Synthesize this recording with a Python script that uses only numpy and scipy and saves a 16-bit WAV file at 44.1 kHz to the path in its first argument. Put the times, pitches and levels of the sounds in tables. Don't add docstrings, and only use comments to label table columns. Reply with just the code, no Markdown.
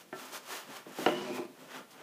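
import sys
import numpy as np
from scipy import signal
from scipy.fft import rfft, irfft, next_fast_len
from scipy.io import wavfile
from scipy.ndimage import map_coordinates

SR = 44100
rng = np.random.default_rng(int(sys.argv[2]) if len(sys.argv) > 2 else 0)


def waveform_to_disk(signal):
    frames = np.transpose(np.atleast_2d(signal))
    scaled = np.clip(frames, -1, 1) * 32767
    samples = np.round(scaled).astype(np.int16)
    wavfile.write(sys.argv[1], SR, samples)


N = 89082


def amp(db):
    return 10 ** (np.asarray(db) / 20)


def unit(x):
    return x / np.sqrt(np.mean(x ** 2) + 1e-20)


def along(points, hz):
    knots_hz, values = np.transpose(points)
    return np.interp(np.log(hz + 1), np.log(knots_hz + 1), values)


def filtered(x, response):
    size = next_fast_len(len(x) + SR // 2)
    return irfft(rfft(x, size) * response(np.fft.rfftfreq(size, 1 / SR)), size)[:len(x)]


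def coloured(x, spectrum):
    return unit(filtered(x, lambda hz: amp(along(spectrum, hz))))


def resonate(x, peaks):
    def response(f):
        return sum(amp(db) * 1j * f * width / (hz * hz - f * f + 1j * f * width)
                   for hz, width, db in peaks)
    return unit(filtered(x, response))


def cut(x, hz, kind, order):
    return signal.sosfilt(signal.butter(order, hz, kind, fs=SR, output="sos"), x)


def wobble(per_s):
    knots = rng.standard_normal(int(N * per_s / SR) + 4)
    return map_coordinates(knots, [np.arange(N) * per_s / SR])


def slips(per_s, spread_db):
    slipping = rng.random(N) < per_s / SR
    return slipping * rng.choice([-1, 1], N) * amp(spread_db * rng.standard_normal(N))


def swell(peak_s, rise_s, fall_s, steepness=1.24):
    offset_s = np.arange(N) / SR - peak_s
    distance = np.abs(1.525 * offset_s / np.where(offset_s < 0, rise_s, fall_s))
    return 1 / np.cosh(np.minimum(distance ** steepness, 20))


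# peak, rise and fall in seconds, rasp level in dB, hiss level in dB.
STROKES = [(0.0, .03, 0.034, -56, -58), (0.214, 0.064, 0.13, -49.5, -53),
           (0.353, 0.032, .033, -44.5, -45.5), (0.547, 0.077, 0.064, -42.5, -45.5),
           (.755, 0.097, 0.061, -48.5, -54.5), (0.766, 0.0032, 0.0094, -47, -46.5),
           (0.892, 0.038, 0.076, -56.5, -62), (1.02, 0.07, 0.11, -45, -48.5),
           (1.27, 0.3, 0.038, -48.5, -71), (1.36, 0.031, 0.027, -46, -50), (1.62, 0.066, 0.053, -58, -63),
           (1.766, 0.077, 0.043, -46, -56.5), (1.915, 0.013, 0.037, -61.5, -60),
           (2.01, 0.083, 0.065, -54, -78)]
# frequency in Hz, level in dB.
RASP_SPECTRUM = [(80, -40), (170, -15), (380, -2.5), (950, 4), (1600, 0), (2200, -2.5), (3100, -3),
                 (4200, -14), (6500, -13.5), (9000, -21), (15000, -26)]
HISS_SPECTRUM = [(300, -73), (1500, -28), (3200, 6), (6500, 4.5), (8500, 0.5), (12000, -0.5), (15500, -1.5)]
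# frequency in Hz, level in dB, t60 in seconds.
CAP_MODES = [(253, -13.5, 0.69), (379.4, 1.5, 0.16), (626, -3, 0.13), (705.6, -9.5, 0.21),
             (1071, -14, 0.056), (1350, -7, 0.45), (1370, -4.5, 0.043), (1570, -6, 0.15), (1766, -2, 0.15)]
CELL_SLIPS_PER_S, CELL_SPREAD_DB = 9000, 3.5


def foam_strokes():
    def cells():
        return slips(CELL_SLIPS_PER_S, CELL_SPREAD_DB)
    rasp_level = np.sqrt(sum((amp(db) * swell(*timing)) ** 2 for *timing, db, _ in STROKES))
    hiss_level = np.sqrt(sum((amp(db) * swell(*timing)) ** 2 for *timing, _, db in STROKES))
    cap_peaks = [(hz, np.log(1000) / (np.pi * t60_s), db) for hz, db, t60_s in CAP_MODES]
    ring = resonate(cells(), cap_peaks)
    rasp = unit(coloured(cells(), RASP_SPECTRUM) + amp(-9) * ring)
    uneven_hand = amp(0.74 * wobble(per_s=70))
    hiss = coloured(cells(), HISS_SPECTRUM)
    return uneven_hand * (rasp_level * rasp + hiss_level * hiss)


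def ringing(modes, t, build_cycles=0.56):
    out = np.zeros(len(t))
    for hz, db, t60_s in modes:
        decay = amp(db + rng.normal(0, 1) - 60 * t / t60_s)
        build = 1 - np.exp(-t * hz / build_cycles)
        out += decay * build * np.sin(2 * np.pi * (hz * t + rng.random()))
    return out


# frequency in Hz, level in dB.
CONTACT_SPECTRUM = [(70, -32), (140, -7.5), (350, -4.5), (700, -2.5), (1200, -7), (2200, -7.5), (3100, -8),
                    (3900, -19), (6000, -18), (12000, -62)]
RING_DB, RATTLE_DB, CRACK_DB = -6.5, -6.5, 2.5
RATTLE_T60_S, CRACK_T60_S = 0.14, 0.017


def strike(events, modes):
    out = np.zeros(N + SR)
    t = np.arange(SR // 2) / SR
    for start_s, db, cutoff_hz, ring_trim_db, rattle_trim_db in events:
        ring = amp(RING_DB + ring_trim_db) * ringing(modes, t)
        rattle = amp(RATTLE_DB + rattle_trim_db - 60 * t / RATTLE_T60_S)
        crack = amp(CRACK_DB - 60 * t / CRACK_T60_S) * cutoff_hz / (cutoff_hz + 2000)
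        hit = ring + (rattle + crack) * coloured(rng.standard_normal(len(t)), CONTACT_SPECTRUM)
        out[round(start_s * SR):][:len(t)] += amp(db) * cut(hit, cutoff_hz, "low", order=2)
    return out[:N]


# start in seconds, gain in dB, cutoff in Hz, ring and rattle trims in dB.
TAPS = [(.1275, -33, 2170, 0, -6), (.137, -39, 600, -22, -1), (.151, -36.5, 450, -11, 4.5)]


def cap_taps():
    return strike(TAPS, CAP_MODES)


# peak, rise and fall in seconds, level in dB.
SHUFFLES = [(.22, 0.016, 0.2, -60), (0.711, 0.035, 0.018, -51.5), (.91, 0.019, 0.017, -49.5),
            (1.02, 0.011, 0.028, -43), (1.505, 0.022, 0.028, -57), (1.63, 0.061, 0.06, -54.5),
            (1.775, 0.049, 0.062, -53), (2.01, 0.044, .04, -55.5)]
# frequency in Hz, level in dB.
SHUFFLE_SPECTRUM = [(70, -43), (140, -1.5), (200, 2), (350, -1.5), (550, 2.5), (900, -17), (2500, -48),
                    (8000, -63)]
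COARSE_SLIPS_PER_S, COARSE_SPREAD_DB = 600, 1.5


def hand_shuffle(ring_hz=258, width_hz=14):
    level = sum(amp(db) * swell(*timing) for *timing, db in SHUFFLES)
    ring = resonate(rng.standard_normal(N), [(ring_hz, width_hz, 0)])
    friction = coloured(slips(COARSE_SLIPS_PER_S, COARSE_SPREAD_DB), SHUFFLE_SPECTRUM)
    return level * unit(friction + amp(-3.5) * ring)


def hollow_cap(hz=387, width_hz=29):
    drone = resonate(slips(CELL_SLIPS_PER_S, CELL_SPREAD_DB), [(hz, width_hz, 0)])
    return amp(-56.5) * swell(peak_s=0.54, rise_s=0.03, fall_s=0.02) * drone


# start in seconds, gain in dB, cutoff in Hz, ring and rattle trims in dB.
KNOCKS = [(.8625, -36, 644, -3.5, -1), (0.986, -26.5, 760, -2, -3.5), (1.0622, -18.5, 3630, 2.5, -6.5),
          (1.0652, -15.5, 804, -22, -5), (1.0845, -29.5, 2800, -26, 3), (1.0915, -23.5, 550, -24, 0.5),
          (1.209, -37.5, 556, -5, 10), (1.301, -31.5, 403, -1.5, 8), (1.381, -27, 700, -6.5, 0)]
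# frequency in Hz, level in dB, t60 in seconds.
CASE_MODES = [(206, -14, 0.36), (258.4, -10, 0.5), (315, -3.5, 0.16), (346.2, -5, 0.24), (382.5, -2, 0.13),
              (426, -5.5, 0.15), (470.7, -4, 0.21), (617, -2.5, 0.11), (730.6, -5, 0.14), (783, -7, .15),
              (947, -2, 0.076), (1430, -4, 0.047), (2530, -25, 0.069), (2934, -2, 0.032), (3013, -2, 0.026)]


def case_knocks():
    return strike(KNOCKS, CASE_MODES)


# time in seconds, level in dB.
JUDDER_LEVELS = [(1.06, -70), (1.12, -35), (1.17, -40), (1.22, -41), (1.3, -41), (1.35, -43.5),
                 (1.401, -39), (1.456, -46), (1.475, -64), (1.55, -86)]
# frequency in Hz, width in Hz, level in dB.
JUDDER_PEAKS = [(172.5, 15, -17), (203.5, 22, -5), (251, 5.4, 8), (351, 19.6, 8.5), (450, 60, -12.5),
                (609.3, 10.7, 4), (770, 47, -23.5), (977.6, 13, -0.5)]


def case_judder():
    level_db = np.interp(np.arange(N) / SR, *np.transpose(JUDDER_LEVELS))
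    return amp(level_db) * resonate(slips(COARSE_SLIPS_PER_S, COARSE_SPREAD_DB), JUDDER_PEAKS)


# peak, rise and fall in seconds, pitch in Hz, filter half-width in Hz, level in dB.
SQUEAKS = [(1.125, 0.038, 0.12, 2925, 80, -48.5), (1.294, 0.051, 0.11, 2456, 150, -50.5),
           (1.243, 0.14, 0.12, 4550, 1700, -55)]


def foam_squeaks(flutter_db=1.5):
    out = np.zeros(N)
    for *timing, hz, half_width_hz, db in SQUEAKS:
        band = [(hz, 2 * half_width_hz, 0)]
        grip = amp(db + flutter_db * wobble(per_s=90))
        squeak = resonate(resonate(rng.standard_normal(N), band), band)
        out += grip * swell(*timing) * squeak
    return out


# frequency in Hz, t60 in seconds.
ROOM_DECAY = [(150, 0.33), (1000, 0.44), (4000, 0.4), (12000, 0.21)]


def room(x, delay_s=0.006):
    hz, t, spectra = signal.stft(rng.standard_normal(SR // 2), SR, nperseg=256)
    decay = amp(-60 * t / along(ROOM_DECAY, hz)[:, None])
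    _, tail = signal.istft(spectra * decay, SR, nperseg=256)
    delayed = np.pad(x, (round(delay_s * SR), 0))
    return signal.fftconvolve(delayed, tail / np.linalg.norm(tail))[:N]


# frequency in Hz, level in dB.
BACKGROUND_SPECTRUM = [(25, -22), (55, -35), (95, -18.5), (140, -2), (260, -0.5), (450, 0), (1000, -12),
                       (2200, -12.5), (5000, -16.5), (15000, -19.5)]


def background():
    return amp(-60.5) * coloured(rng.standard_normal(N), BACKGROUND_SPECTRUM)


def scene():
    rubbing = foam_strokes() + hollow_cap() + hand_shuffle() + case_judder() + foam_squeaks()
    impacts = cap_taps() + case_knocks()
    direct = cut(rubbing + impacts, hz=130, kind="high", order=5)
    return (direct + amp(-11) * room(direct) + background())[None]


def record(dry):
    top_hz = 15450
    return np.array([filtered(x, lambda hz: hz < top_hz) for x in dry])


dry = scene()
out = record(dry)
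waveform_to_disk(out)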